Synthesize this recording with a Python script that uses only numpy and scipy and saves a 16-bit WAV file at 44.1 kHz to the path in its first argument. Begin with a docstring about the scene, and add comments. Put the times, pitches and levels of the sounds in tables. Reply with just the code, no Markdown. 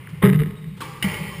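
"""A squash rally in an echoing court, heard from the glass back wall.
Over a fading echo and hall hum, shoes scuff, squeak and thud on sprung wood. The ball slams the glass,
which booms and rattles in its fittings; a racket then cracks the ball to the front wall.
A slow converter holds each sample, which adds a glassy fizz."""
import sys
import numpy as np
from scipy import signal
from scipy.fft import rfft, irfft
from scipy.io import wavfile
from scipy.ndimage import uniform_filter1d

SR = 44100
rng = np.random.default_rng(int(sys.argv[2]) if len(sys.argv) > 2 else 0)


def materialize(psi):
    """Save the field psi as 16-bit PCM at rate SR to the path in sys.argv[1].

    A 1-D psi becomes a single channel; in a 2-D psi each row is a channel.
    """
    bounded = np.clip(np.atleast_2d(psi).T, -1, 1)
    quanta = np.round(bounded * 32767).astype(np.int16)
    wavfile.write(sys.argv[1], SR, quanta)


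N = 61739


def amp(db):
    """Decibels to gain."""
    return 10 ** (np.asarray(db) / 20)


def unit_rms(x):
    """Scale to rms 1."""
    return x / np.sqrt(np.mean(x ** 2) + 1e-20)


def lookup(points, hz):
    """Interpolate a table on a log-frequency axis."""
    points_hz, values = np.transpose(points)
    return np.interp(np.log(hz + 1), np.log(points_hz + 1), values)


def add(mix, start_s, sound):
    """Mix a sound in at start_s."""
    part = mix[max(round(start_s * SR), 0):][:len(sound)]
    part += sound[:len(part)]


def coloured(x, tone):
    """Zero-phase filter; tone is (frequency [Hz], gain [dB])."""
    gain = amp(lookup(tone, np.fft.rfftfreq(len(x), 1 / SR)))
    return irfft(rfft(x) * gain, len(x))


def noise(tone):
    """Coloured noise, rms 1."""
    return unit_rms(coloured(rng.standard_normal(N), tone))


def decay(t, t60_s):
    """Exponential fall, 60 dB per t60_s."""
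    return np.exp(-np.log(1000) * t / t60_s)


def envelope(attack_s, t60_s):
    """Smooth rise, then exponential decay."""
    t = np.arange(N) / SR
    rise = np.sin(np.pi / 2 * np.minimum(t / attack_s, 1)) ** 2
    return rise * decay(np.maximum(t - attack_s, 0), t60_s)


def burst(tone, db, attack_s, t60_s):
    """One impact: noise with its energy set by level and envelope."""
    shape = envelope(attack_s, t60_s)
    sound = noise(tone) * shape
    return amp(db) * sound * np.linalg.norm(shape) / np.linalg.norm(sound)


def bursts(impacts, tone):
    """A series of impacts of one colour."""
    out = np.zeros(N)
    for start_s, db, attack_s, t60_s in impacts:
        add(out, start_s, burst(tone, db, attack_s, t60_s))
    return out


def ring(modes):
    """Sine modes, each swelling and dying at its own rate."""
    t = np.arange(N) / SR
    return sum(amp(db) * envelope(swell_s, t60_s) * np.sin(2 * np.pi * hz * t)
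               for hz, db, swell_s, t60_s in modes)


def court_echo(x):
    """Dense echo of hard walls, each band dying at its own rate."""
    # reverberation time (frequency [Hz], t60 [s])
    band_t60 = [(80, 5.6), (160, 1.6), (400, 1.66), (1000, 1.56), (2200, 1.58), (4000, 2.86), (5800, 1.07)]
    delay_s, build_s = 0.0045, 0.0072
    hz, frame_s, bands = signal.stft(rng.standard_normal(N), SR, nperseg=512)
    bands = bands * decay(frame_s, lookup(band_t60, hz)[:, None])
    tail = signal.istft(bands, SR, nperseg=512)[1][:N]
    tail *= np.clip((np.arange(N) / SR - delay_s) / build_s, 0, 1)
    return signal.fftconvolve(x, tail / np.linalg.norm(tail))[:N]


def hall():
    """An earlier stroke's echo fades over the steady hum of the hall."""
    # spectra of the echo and the hum (frequency [Hz], level [dB])
    echo_tone = [(50, -7.5), (105, 19.5), (170, 14), (260, -10.5), (420, 0.5), (700, -14.5), (1100, -3),
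                 (1600, -12.5), (2100, -1), (2600, -11), (2950, -5), (4000, -30), (5800, -30)]
    hum_tone = [(25, -37), (60, -10), (150, 9), (260, -13.5), (700, -34), (1200, -31.5), (2200, -16.5),
                (4000, -26), (5800, -33)]
    echo_db, hum_db = -38, -46
    fade = decay(np.arange(N) / SR, t60_s=3.9)
    return amp(echo_db) * fade * noise(echo_tone) + amp(hum_db) * noise(hum_tone)


def shoes():
    """Rubber soles land, then stick and slip in short gliding squeaks."""
    # landings and scuffs (time [s], level [dB], attack [s], t60 [s])
    steps = [(.088, -43.5, 0.0054, 0.12), (.762, -45, 0.015, 0.22), (.804, -29.5, 0.0026, 0.22)]
    # their spectrum and echo send (frequency [Hz], gain [dB])
    step_tone = [(60, -22), (150, -3.5), (290, 5.5), (450, -0.5), (670, -11), (850, -1.5), (1400, -3),
                 (1900, -1), (2350, -4.5), (3200, -2), (4000, -11.5), (5800, -13)]
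    send_tone = [(100, -8), (280, -7), (420, 7.5), (650, 0.5), (850, 5), (1400, 0), (1700, -4), (2050, 6),
                 (2550, -4.5), (2900, 1.5), (3300, -8), (4000, -3), (5800, 0)]
    # sole squeaks (time [s], length [s], mid pitch [Hz], glide [octaves], level [dB], echo send [dB])
    squeaks = [(.0705, .006, 1840, -1.04, -32.5, -11), (.562, .025, 3770, .03, -49, -3),
               (.805, 0.0075, 1490, -0.26, -29, -18), (.814, .013, 4000, .2, -37, -13),
               (0.89, 0.046, 1170, -0.14, -41.5, 5.5), (0.81, 0.026, 1135, -0.14, -28, -3),
               (.825, 0.026, 890, -0.3, -37.5, -6), (.83, 0.061, 2280, -0.13, -43, -3.5),
               (1.319, .03, 5300, -0.23, -52, 8), (1.298, 0.054, 1070, -0.03, -38.5, -12)]
    jitter_rms_hz = 35
    direct = bursts(steps, step_tone)
    send = coloured(direct, send_tone)
    for start_s, length_s, pitch_hz, glide_oct, db, send_db in squeaks:
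        progress = np.arange(0, 1, 1 / (length_s * SR))
        waver = unit_rms(uniform_filter1d(rng.standard_normal(N), size=90))[:len(progress)]
        hz = pitch_hz * 2 ** (glide_oct * (progress - .5)) + jitter_rms_hz * waver
        squeak = amp(db) * np.sin(np.pi * progress) * np.sin(2 * np.pi * np.cumsum(hz) / SR)
        add(direct, start_s, squeak)
        add(send, start_s, amp(send_db) * squeak)
    return direct + court_echo(send)


def sprung_floor():
    """Soft footfalls make the boards boom."""
    # footfalls (time [s], gain [dB])
    footfalls = [(0.101, -2.5), (0.641, 0.5), (1.18, 2.5), (1.358, -2.5)]
    # floor modes (frequency [Hz], level [dB], swell [s], t60 [s])
    floor_modes = [(65.7, -45, 0.055, 0.3), (158, -27, 0.04, 0.22), (185.9, -39, 0.033, 0.34)]
    echo_db = -18
    direct = np.zeros(N)
    for start_s, db in footfalls:
        add(direct, start_s, amp(db) * ring(floor_modes))
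    return direct + amp(echo_db) * court_echo(direct)


def glass_wall():
    """The ball slaps the pane, which booms and knocks against its frame."""
    # ball slaps and frame knocks (time [s], level [dB], attack [s], t60 [s])
    slaps = [(0.2175, -30, 0.0054, 0.15), (0.2235, -19, 0.0022, .25)]
    knocks = [(.327, -23, 0.0017, 0.24), (.393, -23.5, 0.0074, 0.22), (.418, -23.5, 0.0035, 0.1),
              (.459, -34, 0.0046, 0.3)]
    # their spectra and the wall's echo send (frequency [Hz], gain [dB])
    slap_tone = [(60, -28.5), (150, 4.5), (450, 3.5), (720, -6.5), (1100, 3.5), (1500, -11.5), (2000, 3.5),
                 (2500, -10), (2850, -12), (3600, -10), (4300, -32), (5800, -38)]
    knock_tone = [(30, 2.5), (85, -3.5), (200, 1), (300, -8.5), (370, -1.5), (450, 0.5), (540, -29.5),
                  (1100, -25.5), (2500, -26), (5800, -47.5)]
    send_tone = [(150, -16), (260, -12), (400, -24.5), (700, -15), (1200, -15), (2000, -34), (5000, -14)]
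    # pane modes (frequency [Hz], level [dB], swell [s], t60 [s])
    pane_modes = [(96.3, -35, 0.026, 1), (129.6, -11.5, 0.014, 0.46), (152.73, -11, 0.17, 0.25),
                  (178.2, -12, 0.012, 0.43), (193.26, -6, 0.0054, 0.44), (272, -28, 0.0033, 0.57),
                  (377, -21, 0.044, 0.22), (412.7, -12, 0.014, .24), (441, -31.5, 0.0067, 0.97),
                  (501, -29, 0.0031, 0.26), (607, -28, 0.012, 0.21), (644, -36.5, 0.0036, 0.35),
                  (853, -34, 0.0026, 0.37), (1031, -42, 0.0088, 0.27), (1255, -27, 0.0058, 0.35),
                  (1932, -49, 0.0028, 0.45), (2050, -33, .003, 0.15)]
    boom_s = .2335
    direct = bursts(slaps, slap_tone) + bursts(knocks, knock_tone)
    add(direct, boom_s, ring(pane_modes))
    return direct + court_echo(coloured(direct, send_tone))


def fittings():
    """Loose fittings tick while the pane shakes, each tick slightly detuned."""
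    # rattle ticks (time [s], gain [dB])
    ticks = [(.2395, -16), (.2438, -16), (.2503, -13), (.258, -13), (.2655, -15), (.273, -18), (.2845, -24),
             (.288, -22), (.2925, -19), (.299, -18), (.3115, -28), (.3265, -23), (.3315, -19), (.344, -23),
             (.348, -25), (.352, -29), (.358, -22), (.3905, -24), (.3975, -24), (.403, -21), (.418, -23),
             (.434, -24), (.4585, -29.5), (.470, -37), (.508, -31), (.555, -39), (.642, -37)]
    # fitting modes (frequency [Hz], level [dB])
    fitting_modes = [(1250, -12), (1650, -9), (1980, -3.5), (2250, -12), (2900, -12), (3650, -16.5),
                     (4900, -27)]
    detune_rms, echo_db = 0.019, -18
    mode_hz, mode_db = np.transpose(fitting_modes)
    t = np.arange(SR // 20) / SR
    shape = envelope(attack_s=0.0014, t60_s=0.011)[:len(t)]
    direct = np.zeros(N)
    for start_s, db in ticks:
        hz = mode_hz * (1 + detune_rms * rng.standard_normal(len(mode_hz)))
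        cycles = np.outer(t, hz) + rng.random(len(hz))
        ringing = np.sin(2 * np.pi * cycles) @ amp(mode_db)
        add(direct, start_s, amp(db) * shape * ringing)
    return direct + amp(echo_db) * court_echo(direct)


def racket_stroke():
    """The racket cracks and rings briefly; a hollow boom follows and both fill the court."""
    # crack, first echoes, ball on the front wall
    # (time [s], level [dB], attack [s], t60 [s], echo send [dB])
    cracks = [(1.0245, -17.5, .0012, .05, 2), (1.028, -18, .001, .04, 2), (1.040, -25, .002, .07, 0),
              (1.083, -31, .002, .1, -8), (1.118, -31, .001, .04, -7), (1.140, -26, .003, .05, -3)]
    # spectra of a crack and its echo send (frequency [Hz], level [dB])
    crack_tone = [(150, -10), (400, -4), (650, -22), (1250, -24), (1500, -4), (1750, -15), (1950, 3),
                  (2230, 5), (2560, -15), (2800, 2), (3050, 5), (3350, -13), (3700, -7), (4250, -24),
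                  (4700, -14), (5250, -13), (5800, -27)]
    send_tone = [(100, 3.5), (240, -5), (290, -6.5), (370, 5), (440, 6), (520, -5.5), (600, -0.5),
                 (700, -16.5), (880, 5), (960, -1), (1060, -1), (1350, -1.5), (1750, -5.5), (2000, 4.5),
                 (2250, 6), (2550, -6.5), (2930, 3), (3300, -11.5), (4200, -18), (5200, -15), (5800, -15.5)]
    # modes of frame and strings, and of the boom (frequency [Hz], level [dB], swell [s], t60 [s])
    racket_modes = [(1922, -25, 0.0027, 0.12), (2215, -27.5, 0.00099, 0.073), (3170, -26, 0.00088, 0.035)]
    boom_modes = [(97.7, -30.5, 0.028, 0.5), (158.6, -23, 0.03, 0.3), (194.7, -12.5, 0.0044, 0.22)]
    hit_s, boom_s, boom_send_db = cracks[0][0], 1.042, -13
    direct, send, boom = np.zeros((3, N))
    for start_s, db, attack_s, t60_s, send_db in cracks:
        add(direct, start_s, burst(crack_tone, db, attack_s, t60_s))
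        add(send, start_s, burst(send_tone, db + send_db, attack_s, t60_s))
    add(direct, hit_s, ring(racket_modes))
    add(boom, boom_s, ring(boom_modes))
    return direct + boom + court_echo(send + amp(boom_send_db) * boom)


def scene():
    """All sources at one microphone."""
    return (hall() + shoes() + sprung_floor() + glass_wall() + fittings() + racket_stroke())[None]


def record(dry):
    """Bass roll-off, soft clip, slow sample-and-hold that mirrors the sound into the treble, low-pass."""
    # microphone response (frequency [Hz], gain [dB])
    mic_tone = [(20, -23), (32, -11.5), (50, -1), (90, 0), (5800, -1)]
    full_scale, knee = .92, 8
    converter_hz, hold_repeats = 12000, 4
    anti_alias_hz, band_limit_hz = 5930, 15400
    x = coloured(dry[0], mic_tone)
    clipped = x / (1 + abs(x / full_scale) ** knee) ** (1 / knee)
    slow = signal.resample_poly(clipped, converter_hz, SR)
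    slow = signal.oaconvolve(slow, signal.firwin(61, anti_alias_hz, fs=converter_hz), "same")
    held = signal.resample_poly(np.repeat(slow, hold_repeats), SR, converter_hz * hold_repeats)[:N]
    low_pass = signal.firwin(255, band_limit_hz, window=("kaiser", 8), fs=SR)
    return signal.oaconvolve(held, low_pass, "same")[None]


dry = scene()
out = record(dry)
materialize(out)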